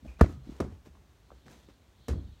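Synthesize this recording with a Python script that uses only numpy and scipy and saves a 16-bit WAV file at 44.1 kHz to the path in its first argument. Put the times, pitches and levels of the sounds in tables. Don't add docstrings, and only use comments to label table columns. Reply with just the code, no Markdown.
import sys
import numpy as np
from scipy import signal
from scipy.fft import rfft, irfft
from scipy.io import wavfile
from scipy.ndimage import uniform_filter1d

SR = 44100
rng = np.random.default_rng(int(sys.argv[2]) if len(sys.argv) > 2 else 0)


def magnitude_from_level(level_db):
    exponent = np.asarray(level_db, float) / 20
    return 10 ** exponent


def transcribe(signal):
    frames = np.atleast_2d(signal).T
    limited = np.clip(frames, -1, 1)
    pcm = np.round(limited * 32767).astype(np.int16)
    wavfile.write(sys.argv[1], SR, pcm)


N = 105840

# start_s, ball_db, echo_db, echo_length_scale, echo_tilt_db_per_octave
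BALL_HITS = [
    (.2105, -8.5, -31, 1.035, 0.2),
    (.6015, -28, -30, 0.72, 1),
    (2.0825, -36, -31.5, 1.07, -0.5),
]
# pitch_hz, level_db, t60_s (time to fall 60 dB)
BALL_TONES = [(226, 1, 0.027), (350, -4.5, 0.035), (450, 0, 0.034), (672.5, -3.5, 0.022), (945.5, -7, 0.02),
              (1200, -3.5, 0.024), (1420, -9, 0.026), (1713, -9, 0.025), (1950, -16.5, 0.014),
              (2280, -17, .014)]
# freq_hz, level_db
ECHO_COLOUR = [(25, -34.5), (60, 1), (100, -3.5), (200, -3.5), (480, -12.5), (850, -27.5), (1900, -35),
               (16000, -72.5)]
# freq_hz, t60_s
ECHO_LENGTH = [(60, 0.51), (160, 0.49), (420, 0.28), (1100, 0.46), (2900, 0.27), (7700, 0.23)]
# start_s, level_db, t60_s, tilt_db_per_octave
CRACK_EVENTS = [(.194, -46.5, 0.11, -6.5), (.2, -48.5, 0.19, -10), (.2092, -19, 0.017, -8),
                (.2115, -19.5, 0.0078, 3), (.214, -39, 0.17, -4.1), (.241, -40.5, 0.056, -6.5),
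                (.26, -43, 0.029, -6.5), (.294, -47.5, .05, -12.5), (.6015, -63, 0.0067, 0),
                (.603, -37.5, 0.028, 0.5), (.608, -55, 0.26, -0.7), (.952, -59, 0.055, -9.5),
                (1.304, -59.5, 0.023, -14), (1.317, -48, 0.044, -15), (1.464, -52, .012, -1),
                (1.481, -44, 0.011, -3), (1.512, -60, .04, 7), (2.0825, -36, 0.017, 4),
                (2.085, -45, 0.19, -0.7)]
# freq_hz, level_db
CRACK_COLOUR = [(150, -45.5), (500, -11.5), (1500, -0.5), (3000, -7), (4500, -6), (7700, -10.5),
                (11000, -15), (16000, -29)]
# start_s, length_s,
# level_db, pitch_hz
DEEP_THUMPS = [(.03, 0.015, -39.5, 53), (.07, 0.068, -36.5, 61), (.2158, 0.029, -8, 76),
               (.25, 0.038, -32.5, 68), (.29, 0.078, -40, 81.3), (.335, 0.049, -40.5, 72),
               (.41, 0.049, -44, 62), (.51, 0.14, -47.5, 65), (.606, 0.051, -28, 74.3),
               (.61, 0.059, -38, 46), (.37, 0.075, -43, 133.4), (.47, 0.059, -42.5, 51),
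               (.65, .04, -37, 80), (.44, 0.14, -51.5, 128), (1.0, 0.037, -60, 150),
               (1.45, 0.095, -56.5, 140.9), (2.0, 0.042, -57, 129), (.716, 0.057, -41, 85),
               (.765, .06, -53, 65), (.15, 0.045, -47, 65), (.9, 0.058, -47, 70.6), (.95, 0.072, -55, 63),
               (1.33, 0.12, -52.5, 60), (2.088, 0.014, -33, 74), (2.1025, 0.036, -29.5, 71),
               (2.1, 0.11, -51, 44.4), (2.143, 0.014, -43, 80), (2.169, 0.031, -28, 75),
               (2.203, 0.027, -33, 79.6), (2.243, 0.022, -34.5, 68), (2.288, 0.016, -37, 68.5),
               (2.317, 0.02, -38.5, 68)]
# start_s, level_db, pitch_hz, cycles
KNOCKS = [(.022, -48.5, 244, 3.4), (.046, -37, 160, 0.79), (.054, -46, 650, 5.4),
          (.056, -38.5, 238, 2.5), (.086, -63, 476, 1.6), (.2105, -2.5, 144.3, 0.89),
          (.2405, -21, 270, 1.47), (.240, -28.5, 635, 4.3), (.258, -31.5, 350, 3.2),
          (.47, -39, 266, 1.9), (.491, -31, 257, 2.2), (.52, -38.5, 257, 1.5),
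          (.6005, -21.5, 365.3, 3.97), (.608, -29, 263, 1.37), (.61, -48, 159, 1.3),
          (.6035, -27.5, 647, 3.8), (.623, -32.5, 700, 2.3), (.623, -41, 1250, 6),
          (.66, -41.5, 400, 6.6), (.677, -45, 217, 3.8), (.695, -48.5, 261, 5.4), (.72, -55, 460, 3.7),
          (.869, -42.5, 242, 1.3), (.881, -48, 170, 2.2), (.951, -55, 1097, 4), (.97, -57, 1080, 4.2),
          (1.48, -52, 1200, 3.8), (1.5, -51.5, 293, 4.1), (1.545, -54, 241, 5.5),
          (1.304, -44, 1086, 2.4), (1.317, -45.5, 450, 1.67), (1.464, -47.5, 286, 1.83),
          (1.686, -45.5, 347, 1.5), (2.085, -39, 491, 9.8), (2.084, -33.5, 218.7, 2.5),
          (2.092, -36, 315, 1.4), (2.108, -36.5, 470, 4.6), (2.13, -38, 536, 4), (.65, -41, 930, 1.5),
          (2.122, -39.5, 320, 2.8), (2.158, -40, 312, 4.5), (2.176, -43.5, 379, 3.7),
          (2.19, -40.5, 287, 3), (2.21, -44.5, 242, 3.3), (2.226, -46, 262, 2.6),
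          (2.262, -49, 200, 4.2)]
# start_s, level_db, pitch_hz, cycles
MORE_KNOCKS = [(.2098, -33, 2100, 4.8), (.2135, -38, 310, 2.2), (.293, -47, 1260, 8),
               (.294, -35.5, 290, 2.65), (.6065, -31, 1200, 3.4), (.612, -26, 196, 1.9),
               (.64, -38.5, 219, 3.2), (.2108, -17.5, 830, 1.13), (.219, -31, 1470, 3.4),
               (.259, -47.5, 2250, 5.2), (.602, -41, 5650, 12.5), (.602, -42, 4030, 8.5),
               (.615, -53, 1620, 6.3), (1.316, -52, 1290, 5.3), (1.328, -55, 480, 4.8),
               (1.506, -56.5, 895, 3.3), (1.513, -59, 1710, 5.1), (1.526, -62, 1012, 4),
               (2.083, -44, 1245, 6.3), (2.096, -25, 73, 3.2), (2.132, -47, 1200, 5),
               (2.145, -49, 450, 9.4)]
# start_s, length_s, level_db, tilt_db_per_octave (lower is
GRASS_SCUFFS = [(.04, 0.15, -59, -5), (.186, 0.03, -52.5, -6), (.26, 0.12, -58.5, -3.5),
                (.43, 0.36, -59, -5.5), (.5, 0.076, -65.5, -3.5), (1.335, 0.076, -64, -6.5),
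                (.69, 0.095, -56.5, -7.5), (.85, 0.046, -55.5, -5.5), (.93, 0.12, -68, -7),
                (1.29, 0.073, -69.5, -8.5), (1.455, 0.051, -55.5, -6.5), (1.485, 0.11, -56.5, -4),
                (1.56, 0.12, -64, -3.5), (1.68, 0.05, -59, -6)]
# start_s, length_s, level_db, pitch_hz, width_hz
FUZZY_WHISTLES = [
    (.075, 0.079, -63, 2470, 260),
    (.165, .016, -66, 2443, 200),
    (.3, 0.12, -68.5, 1270, 70),
]
# start_s, level_db
BIRD_LEVEL = [(0, -82), (.4, -77), (.5, -73), (.7, -86), (1.0, -86), (1.4, -75), (1.7, -75.5), (1.9, -83.5),
              (2.05, -67.5), (2.2, -71), (2.4, -76)]
# freq_hz, level_db
HUM_COLOUR = [(15, -47.5), (25, -12.5), (59, 0.5), (161, -15), (263, -15.5), (489, -22), (775, -25),
              (3430, -33.5), (16000, -44.5)]
# freq_hz, level_db
MIC_TINT = [(3500, -0.5), (5000, -1), (6200, 1.47), (9300, -2), (10500, -5), (12000, -1.5)]


def evened(x):
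    return x / np.sqrt(np.mean(x ** 2) + 1e-20)


def read(points, hz):
    point_hz, value = np.transpose(points)
    return np.interp(np.log(hz + 1), np.log(point_hz + 1), value)


def coloured(x, points):
    gain = magnitude_from_level(read(points, np.fft.rfftfreq(len(x), 1 / SR)))
    return evened(irfft(rfft(x) * gain, len(x)))


def drift(size, smooth_s):
    width = max(int(smooth_s * SR), 2)
    once = uniform_filter1d(rng.standard_normal(size), width)
    return evened(uniform_filter1d(once, width))


def resonate(x, hz, width_hz):
    turn = np.exp(2j * np.pi * np.cumsum(hz * np.ones(len(x))) / SR)
    memory = np.exp(-np.pi * width_hz / SR)
    smooth = signal.lfilter([1 - memory], [1, -memory], x / turn)
    return 2 * (turn * smooth).real


def ball_ring(t, level_db):
    ring = 0
    for k, (hz, db, t60_s) in enumerate(BALL_TONES):
        sign = (-1) ** (k + 1)
        ring = ring + sign * magnitude_from_level(db - 60 * t / t60_s) * np.sin(2 * np.pi * hz * t)
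    contact_s = 0.00041
    return ring * (1 - np.exp(-t / contact_s)) ** 2 * magnitude_from_level(level_db)


def fence_echo(t, level_db, length_scale, tilt_db):
    rise_s, lump_db, lump_s = 0.0013, 1.5, 0.0029
    colour = [(hz, db + tilt_db * np.log2(hz / 300)) for hz, db in ECHO_COLOUR]
    noise = coloured(rng.standard_normal(len(t)), colour)
    hz, frame_s, z = signal.stft(noise, SR, nperseg=512)
    t60_s = length_scale * read(ECHO_LENGTH, hz)[:, None]
    echo = signal.istft(z * magnitude_from_level(-60 * frame_s / t60_s), SR, nperseg=512)[1][:len(t)]
    return echo * (1 - np.exp(-t / rise_s)) * magnitude_from_level(level_db + lump_db * drift(len(t), lump_s))


def ball_hit(ball_db, echo_db, length_scale, tilt_db):
    t = np.arange(SR // 2) / SR
    return ball_ring(t, ball_db) + fence_echo(t, echo_db, length_scale, tilt_db)


def crack(level_db, t60_s, tilt_db):
    rise_s = 0.0013
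    t = np.arange(SR // 4) / SR
    colour = [(hz, db + tilt_db * np.log2(hz / 1500)) for hz, db in CRACK_COLOUR]
    burst = coloured(rng.standard_normal(len(t)), colour)
    return burst * np.minimum(t / rise_s, 1) * magnitude_from_level(level_db - 60 * t / t60_s)


def thump(length_s, level_db, hz):
    t = np.arange(0, length_s, 1 / SR)
    hump = np.sin(np.pi * (t / length_s) ** 0.33) ** 0.75
    return -magnitude_from_level(level_db) * hump * np.sin(2 * np.pi * hz * t)


def knock(level_db, hz, cycles):
    u = np.arange(0, 1, hz / cycles / SR)
    hump = np.sin(np.pi * u ** 1.45) ** 0.56
    return magnitude_from_level(level_db) * hump * np.sin(2 * np.pi * cycles * u ** 0.913)


def scuff(length_s, level_db, tilt_db):
    size, blades_per_s, blade_db = 8192, 3800, 2
    strength = magnitude_from_level(blade_db * rng.exponential(1, size))
    snapping = rng.random(size) < blades_per_s / SR
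    snaps = rng.standard_normal(size) * (0.35 + strength * snapping)
    swish = coloured(snaps, [(60, -24), (200, 2.0), (1600, 3 * tilt_db), (6400, 4.7 * tilt_db),
                             (16000, 5 * tilt_db - 11.5)])
    u = np.arange(0, 1, 1 / (length_s * SR))[:size]
    return magnitude_from_level(level_db) * swish[:len(u)] * np.sin(np.pi * u ** 0.6)


def squeak(length_s, level_db, hz, width_hz):
    u = np.arange(0, 1, 1 / (length_s * SR))
    noise = rng.standard_normal(8192)[:len(u)]
    whistle = evened(resonate(resonate(noise, hz, width_hz), hz, width_hz))
    return magnitude_from_level(level_db) * whistle * np.sin(np.pi * u ** 0.37) ** 0.5


def birds():
    centre_hz, spread_hz, swing_hz, width_hz = 3740, 550, 180, 350
    flock = 0
    for place in np.linspace(-1, 1, num=7):
        hz = centre_hz + spread_hz * place + swing_hz * drift(N, 0.033)
        voice = resonate(resonate(rng.standard_normal(N), hz, width_hz), hz, width_hz)
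        flock = flock + evened(voice) * magnitude_from_level(1.6 * drift(N, 0.025))
    start_s, level_db = np.transpose(BIRD_LEVEL)
    return magnitude_from_level(np.interp(np.arange(N) / SR, start_s, level_db)) * evened(flock)


def hum():
    return magnitude_from_level(-60) * coloured(rng.standard_normal(N), HUM_COLOUR)


def add(mix, start_s, sound):
    part = mix[round(start_s * SR):][:len(sound)]
    part += sound[:len(part)]


def scene():
    mix = hum() + birds()
    layers = [(BALL_HITS, ball_hit), (CRACK_EVENTS, crack), (DEEP_THUMPS, thump), (KNOCKS, knock),
              (MORE_KNOCKS, knock), (GRASS_SCUFFS, scuff), (FUZZY_WHISTLES, squeak)]
    for events, source in layers:
        for start_s, *settings in events:
            add(mix, start_s, source(*settings))
    return mix[None]


def top_cut(x):
    return signal.sosfilt(signal.butter(12, 16440, fs=SR, output="sos"), x)


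def record(dry):
    rumble_cut_hz, edge_hz, headroom = 42, 15800, 1.1
    hz = np.fft.rfftfreq(N, 1 / SR)
    tint_db = read(MIC_TINT, hz) - 0.049 * np.maximum(hz - edge_hz, 0)
    tinted = irfft(rfft(dry) * magnitude_from_level(tint_db), N)
    bass_cut = signal.butter(4, rumble_cut_hz, "high", fs=SR, output="sos")
    thinned = signal.sosfilt(bass_cut, tinted)
    mix = headroom * np.tanh(thinned / headroom)
    return top_cut(mix)


dry = scene()
out = record(dry)
transcribe(out)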